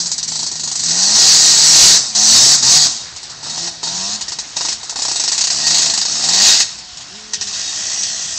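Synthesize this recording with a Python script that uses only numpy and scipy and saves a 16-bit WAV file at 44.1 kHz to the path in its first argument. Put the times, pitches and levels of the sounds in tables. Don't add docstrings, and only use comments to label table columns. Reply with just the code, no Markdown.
import sys
import numpy as np
from scipy import signal
from scipy.io import wavfile
from scipy.ndimage import uniform_filter1d, minimum_filter1d

SR = 44100
rng = np.random.default_rng(int(sys.argv[2]) if len(sys.argv) > 2 else 0)


def level_to_linear(level):
    exponent = np.asarray(level, float) / 20
    return 10 ** exponent


def int16_out(signal):
    q = np.round(np.clip(np.atleast_2d(signal).T, -1, 1) * 32767)
    wavfile.write(sys.argv[1], SR, q.astype(np.int16))


N = 369558

# [f/Hz, bandwidth/Hz, level/dB]
PIPE_MODES = [(320, 163, -8.5), (700, 213, -1), (895, 320, -1), (1080, 320, -1), (1344, 300, -3.5),
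              (1920, 45, 0)]
# [t/s, heading (0 coming, 1 side-on, 2 leaving)]
HEADING_PATH = [(0, 0), (1, 0.44), (2.9, 0.43), (3.5, 0.85), (6.3, 0.85), (6.9, 1.22), (7.6, 1.5),
                (8.4, 2.5)]


def rms_one(x):
    return x / np.sqrt(np.mean(x ** 2) + 1e-20)


def even(x, span_s):
    return x / np.sqrt(uniform_filter1d(x * x, int(span_s * SR)) + 1e-12)


def in_time(rows):
    s, *columns = np.transpose(rows)
    return [np.interp(np.arange(N) / SR, s, c) for c in columns]


def drift(rate):
    step, settle = 40, 2000
    r = np.exp(-2 * np.pi * step * rate / SR)
    white = rng.standard_normal(N // step + settle + 2)
    slow = signal.lfilter([1], [1, -2 * r, r * r], white)[settle:]
    return np.interp(np.arange(N) / step, np.arange(len(slow)), rms_one(slow))


def resonate(x, hz, width_hz):
    r = np.exp(-np.pi * width_hz / SR)
    poles = [1, -2 * r * np.cos(2 * np.pi * hz / SR), r * r]
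    return signal.lfilter(np.array([1, 0, -1]) * (1 - r * r) / 2, poles, x + 1e-18)


def bands(spectra, blend, low_hz, step, count, patchy_db):
    edges = low_hz * 2 ** (step * np.arange(count + 1))
    centres = np.sqrt(edges[1:] * edges[:-1])
    white = rng.standard_normal((2, N))
    out = np.empty((count, N))
    level_db = np.array([np.interp(np.log(centres), np.log(hz), db) for hz, db in map(np.transpose, spectra)])
    for k in range(count):
        blended_db = np.interp(blend, np.arange(len(spectra)), level_db[:, k])
        gain = level_to_linear(blended_db + patchy_db * drift(9.0))
        band = signal.butter(2, edges[k:k + 2], "band", fs=SR, output="sos")
        out[k] = gain * signal.sosfilt(band, white[k % 2])
    return centres, out


def ground():
    # [f/Hz, level/dB per Hz]
    ground_spectrum = [(15, -47), (25, 8), (129, 3), (487, -13), (686, -3.5), (1790, -2), (2230, -5.5),
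                       (4540, 2), (6720, -41.5), (7780, -10), (8800, -27), (11400, -57), (19400, -120)]
    noise = bands([ground_spectrum], 0, 29.85, step=1 / 2, count=16, patchy_db=3.0)[1]
    return level_to_linear(-37) * rms_one(noise.sum(0))


def far_engine():
    # [t/s, f/Hz, level/dB]
    far_drone = [(7.08, 189.4, -57), (7.114, 183.5, -49), (7.174, 212.7, -49.5), (7.26, 216, -52),
                 (7.55, 202.8, -49)]
    hz, level_db = in_time(far_drone)
    s = np.arange(N) / SR
    fade_in = np.clip((s - far_drone[0][0]) / 0.051, 0, 1)
    fade_out = np.clip((far_drone[-1][0] - s) / 0.057, 0, 1)
    angle = 2 * np.pi * np.cumsum(hz) / SR
    orders = np.sin(angle) + level_to_linear(-2.0) * np.sin(2 * angle)
    return fade_in * fade_out * level_to_linear(level_db + 4.5) * orders


def throttle():
    # [open t/s, end t/s, rasp level at open/dB, rasp level
    # at end/dB, crank at end f/Hz]
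    throttle_pulls = [(0, .28, -24.5, -40, 79.9), (.28, .49, -31, -29, 82.1), (.49, .77, -32.5, -34, 75.3),
                      (.77, .93, -30.5, -20, 83.03), (.93, 1.15, -19, -13.5, 108), (1.15, 1.21, -11, -9, 148),
                      (1.21, 1.31, -9.5, -8, 160.1), (1.31, 1.59, -8.5, -11, 148),
                      (1.59, 1.84, -12, -4.5, 162), (1.84, 1.975, -2, -10, 164.6),
                      (2.15, 2.36, -17, -8, 116.1), (2.36, 2.555, -6.5, -10.5, 153.7),
                      (2.625, 2.78, -12.5, -8, 152.1), (2.78, 2.87, -12.5, -13, 140),
                      (3.43, 3.685, -30.5, -25, 88), (3.83, 4.159, -25, -24, 108.1),
                    (4.25, 4.558, -35, -37, 70.8), (4.561, 4.73, -27.5, -25, 70.84),
                    (4.96, 5.2, -32, -25, 77.2), (5.199, 5.44, -24, -27.5, 64.1),
                    (5.5, 5.79, -22.5, -16.5, 82.9), (5.789, 6.049, -17, -27.5, 65.76),
                    (6.08, 6.26, -22, -19, 76), (6.259, 6.49, -19.5, -8, 111.3),
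                    (6.49, 6.633, -7.5, -18, 83.07), (7.4, 7.621, -34, -23, 58.7),
                    (7.62, 7.951, -26.5, -24, 66.5), (7.949, 8.399, -27, -28.5, 59.16)]
    start_hz, idle_hz, sag_s = 87.06, 70.75, .15
    shut_drop_db, shut_s, fade_db_per_s, coast_db = 5.5, 0.0073, 86.5, -38.5
    s, hz, db = np.arange(N) / SR, np.full(N, start_hz), np.zeros(N)
    pulls = throttle_pulls
    next_opens = [pull[0] for pull in pulls[1:]] + [N / SR]
    for (open_s, end_s, open_db, end_db, end_hz), next_s in zip(pulls, next_opens):
        part = slice(max(int(open_s * SR), 0), int(next_s * SR) + 1)
        shut = np.maximum(s[part] - end_s, 0)
        sag = np.exp(-shut / sag_s)
        driven_hz = np.interp(s[part], [open_s, end_s], [hz[part][0], end_hz])
        hz[part] = sag * driven_hz + (1 - sag) * idle_hz
        fall_db = shut_drop_db * (1 - np.exp(-shut / shut_s)) + fade_db_per_s * shut
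        db[part] = np.maximum(np.interp(s[part], [open_s, end_s], [open_db, end_db]) - fall_db, coast_db)
    return uniform_filter1d(hz, size=900), uniform_filter1d(db, size=300)


def whine(turn):
    # [t/s, level/dB]
    whine_levels = [(6.72, -72), (6.9, -49), (7.3, -55), (7.5, -63), (7.9, -55), (8.4, -73)]
    pull_away_s = 7.5
    away = np.clip((np.arange(N) / SR - pull_away_s) / .3, 0, 1)
    flutter = away * 9 * drift(60)
    teeth = np.sin(20 * np.pi * turn) + flutter * np.sin(60 * np.pi * turn)
    return level_to_linear(in_time(whine_levels)[0]) * teeth


def burns():
    # [first t/s, last t/s, first peak level/dB, last peak level/dB, pipe bark level/dB]
    burn_runs = [(.0024, 0.1157, -7, -6.5, -34), (.1804, 0.277, -9, -10, -40),
                 (0.3187, 0.464, -12.5, -10.5, -32.5), (0.515, 0.8343, -14, -9.5, -32.5),
                 (0.8605, .908, -11.5, -7.5, -37), (0.98, 1.03, -10, -8, -42),
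                 (3.1624, 3.2983, -17, -20.5, -38), (3.4307, 3.497, -20, -16.5, -33),
                 (3.577, 3.673, -13, -13, -26.5), (3.8303, 3.872, -12, -15, -24),
                 (4.2104, 4.281, -10.5, -11.5, -30), (4.32, 4.387, -12.5, -9.5, -28.5),
                 (4.567, 4.65, -7.5, -9.5, -22.5), (4.685, 4.723, -5.5, -10.5, -27.5),
                 (4.831, 4.895, -16, -12, -31), (4.958, 5.113, -10, -9.5, -24.5),
                 (5.1575, 5.3178, -7.5, -4, -25.5), (5.378, 5.502, -5.5, -7, -28),
                 (5.667, 6.052, -2.5, -6, -26), (6.24, 6.3345, -4.5, -3, -27),
                 (6.9716, 7.007, -19, -21.5, -42), (7.3341, 7.411, -6, -8, -30.5),
                 (7.4716, 7.5963, -13.5, -19, -41)]
    burn_counts = [3, 3, 5, 9, 3, 2, 3, 3, 2, 2, 2, 2, 3, 2, 2, 6, 5, 5, 11, 3, 2, 2, 3]
    # [t/s, peak level/dB, pipe bark level/dB]
    lone_burns = [(4.9244, -25, -29), (2.151, -4, -38), (2.578, -7, -37), (5.3463, -15, -35),
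                  (6.6013, 2.5, -25), (6.7868, -21, -38), (7.9677, -22, -45), (8.0307, -11.5, -46)]
    rows = []
    for (first, last, db_0, db_1, bark_db), count in zip(burn_runs, burn_counts):
        for u in np.linspace(0, 1, num=count):
            rows.append((first + (last - first) * u, db_0 + (db_1 - db_0) * u, bark_db, 0 < u < 1))
    rows = np.array(rows)
    scatter_db = rng.standard_normal((len(rows), 2)) * [1.0, 2.0] * rows[:, 3:]
    return np.vstack([np.column_stack([rows[:, 0], rows[:, 1:3] + scatter_db]), lone_burns])


def struck(pops, column, offset_db):
    clicks = np.zeros(N)
    clicks[(pops[:, 0] * SR).astype(int)] = level_to_linear(pops[:, column] + offset_db)
    return clicks


def cone(hits):
    end_hz, fall_hz, fall_s, ring_s = 640, 434, .009, .011
    s = np.arange(SR // 20) / SR
    cycles = end_hz * s + fall_hz * fall_s * (1 - np.exp(-s / fall_s))
    ring = level_to_linear(-37.5) * np.exp(-s / ring_s) * np.sin(2 * np.pi * cycles)
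    crack = level_to_linear(-25) * np.exp(-s / .00008)
    return signal.oaconvolve(hits, ring + crack)[:N]


def singing(turn, hz):
    out = 0
    for k in range(4, 13):
        pipe = sum(level_to_linear(db) / (1 + (2 * (k * hz - f) / width) ** 2) ** 2 for f, width, db in PIPE_MODES)
        rolloff = np.minimum(600 / (k * hz), 1) ** 1.4
        tone = np.sin(2 * np.pi * (k * turn + rng.random()))
        out = out + pipe * rolloff * level_to_linear(3.5 * drift(5)) * tone
    return even(out, 0.28)


def ring_pipe(x):
    out = 0
    for k, (f, width, db) in enumerate(PIPE_MODES):
        out = out + (-1) ** k * level_to_linear(db) * resonate(resonate(x, f, width), f, 2 * width)
    return out


def exhaust(turn, hz, pops, rough, bark_db, boom_db):
    boom_hz, boom_width_hz = 184, 42
    port = np.diff(np.floor(turn), prepend=0)
    strength = 1 + rng.standard_normal(int(turn[-1]) + 1)[turn.astype(int)]
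    puff = 0.32 * rng.standard_normal(N) * np.exp(-2.5 * (turn % 1))
    orders = 0
    for k in (1, 2, 3):
        orders = orders + np.sin(2 * np.pi * k * turn) / (1 + ((k * hz - boom_hz) / boom_width_hz) ** 2)
    lumps = resonate(resonate(puff, boom_hz, 210), boom_hz, 300)
    clean_boom = np.sqrt(1 - rough) * even(orders, .05) * level_to_linear(2 * drift(10))
    boom = clean_boom + np.sqrt(rough) * .8 * even(lumps, .2)
    rough_bark = np.sqrt(rough) * even(ring_pipe(port * strength + puff), .08)
    steady = (1 - rough) * singing(turn, hz) + rough_bark
    hits = struck(pops, column=2, offset_db=34)
    tail = np.exp(-np.arange(SR // 20) / (0.0087 * SR))
    hiss = .11 * rng.standard_normal(N) * signal.oaconvolve(hits, tail)[:N]
    dull = signal.butter(1, 850, fs=SR, output="sos")
    knocks = signal.sosfilt(dull, ring_pipe(0.42 * hits + hiss))
    return level_to_linear(bark_db) * steady + knocks + cone(hits) + level_to_linear(boom_db - 3.5) * boom


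def rasp(turn, pops, lower_db, upper_db):
    # [f/Hz, bandwidth/Hz, level/dB]
    shell_modes = [(1879, 47, -17), (2535, 46, -24), (3330, 62, -19), (3780, 45, -8), (4414, 60, -6),
                   (5513, 66, -13.5)]
    # [f/Hz, level/dB per Hz]
    coming = [(820, -52), (1400, -19.5), (2040, -20.5), (2200, -27), (2860, -22.5), (3310, -29.5),
              (3440, -16.5), (3780, -11.5), (4080, -2.5), (4720, 2.5), (7430, -9), (7960, -18),
              (8800, -21.5), (11400, -56), (19400, -120)]
    # [f/Hz, level/dB per Hz]
    side_on = [(820, -47), (1400, -18), (1700, -13.5), (1920, -13), (2120, -13.5), (2440, -25.5),
               (2650, -8.5), (3440, -12.5), (4270, -2.5), (5760, 1.5), (6320, 7.5), (7840, -5), (8800, -14),
               (11400, -53), (19400, -120)]
    # [f/Hz, level/dB per Hz]
    leaving = [(820, -49), (1400, -19), (1450, -18.5), (1890, -8.5), (2240, -28.5), (2530, -3.5),
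               (2860, -15.5), (3190, -4), (3920, -12), (4790, -4.5), (5990, 3), (7600, -7.5), (8800, -22),
               (11400, -56), (19400, -120)]
    split_hz = 5300
    heading = in_time(HEADING_PATH)[0]
    centres, noise = bands([coming, side_on, leaving], heading, 1400, step=1 / 6, count=16, patchy_db=1.53)
    jet = rng.standard_normal(N)
    shell = 0
    for hz, width, db in shell_modes:
        mode = rms_one(resonate(resonate(jet, hz, width), hz, width))
        shell = shell + level_to_linear(db + 3.95 * drift(5.8)) * mode
    fins_hz = np.geomspace(4100, 7600, num=12) * (1 + .02 * rng.standard_normal(12))
    fins = sum(level_to_linear(4.5 * drift(4)) * resonate(jet, hz, 60) for hz in fins_hz)
    shell_db = -6 - 6 * (np.minimum(heading, 1.4) - 1) ** 2
    lower = even(noise[centres < split_hz].sum(0), .4) + level_to_linear(shell_db) * shell
    upper = even(noise[centres >= split_hz].sum(0), 0.46) + level_to_linear(-4) * rms_one(fins)
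    colour = rms_one(lower) + level_to_linear(upper_db - lower_db) * upper
    throb = 1 + 0.15 * (np.exp(-3.0 * (turn % 1)) * 3 - 1)
    s = np.arange(SR // 5) / SR
    shape = np.exp(-(s / 0.026) ** 1.9) + 0.12 * np.exp(-s / 0.051)
    burst = signal.oaconvolve(struck(pops, column=1, offset_db=-13), shape)[:N]
    return colour * np.hypot(level_to_linear(lower_db) * throb, burst)


def scene():
    # [t/s, roughness 0-1]
    firing_roughness = [(0, .4), (1.12, .25), (1.3, .7), (2.05, .6), (2.2, .22), (2.56, .55), (2.78, .3),
                        (3.1, .75), (3.4, .7), (3.55, .25), (4.15, .15), (4.3, .8), (5.4, .75), (5.68, .3),
                        (6.08, .7), (6.4, .15), (6.62, .7), (7.7, .55)]
    # [heading 0-2, upper rasp over lower/dB, bark/dB, boom/dB at a rasp of 0 dB]
    directivity = [(.24, 1, -25.5, -25), (.35, 4, -31, -27), (.41, 0.5, -21, -25), (.46, -0.5, -20, -31),
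                   (0.838, -2, -15, -26.5), (.85, -0.5, -18, -28), (1.05, -3, -22, -38.5),
                   (2, 3.5, -20.5, -33)]
    hz, rasp_db = throttle()
    turn = np.cumsum(hz * (1 + .004 * drift(15))) / SR
    rough, pops = in_time(firing_roughness)[0], burns()
    angle, *facing = np.transpose(directivity)
    tilt_db, bark_db, boom_db = [np.interp(in_time(HEADING_PATH)[0], angle, c) for c in facing]
    bark_db = bark_db + 0.78 * rasp_db + 6.5 * (.5 - rough)
    boom_db = boom_db + 0.63 * rasp_db + 10.5 * (1 - rough)
    bike = rasp(turn, pops, rasp_db, rasp_db + tilt_db)
    bike = bike + exhaust(turn, hz, pops, rough, bark_db, boom_db) + whine(turn)
    return (bike + far_engine() + ground())[None]


def band_limit(x):
    return signal.sosfilt(signal.butter(12, 16820, fs=SR, output="sos"), x)


def record(dry):
    overload, mic_top_hz = .74, 8300
    x = signal.sosfilt(signal.cheby1(10, .5, mic_top_hz, fs=SR, output="sos"), dry)
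    x = signal.sosfilt(signal.butter(2, 70, "high", fs=SR, output="sos"), x)
    crest = uniform_filter1d(-minimum_filter1d(-np.abs(x), size=3), size=3)
    held = x * np.minimum(1, overload / (crest + 1e-9))
    rumble_band = signal.butter(1, [15, 300], "band", fs=SR, output="sos")
    excess = signal.sosfilt(rumble_band, np.abs(x - held))
    x = held + 0.14 * excess
    x = signal.sosfiltfilt(signal.cheby2(16, 40, 16100, fs=SR, output="sos"), x)
    return band_limit(x)


dry = scene()
out = record(dry)
int16_out(out)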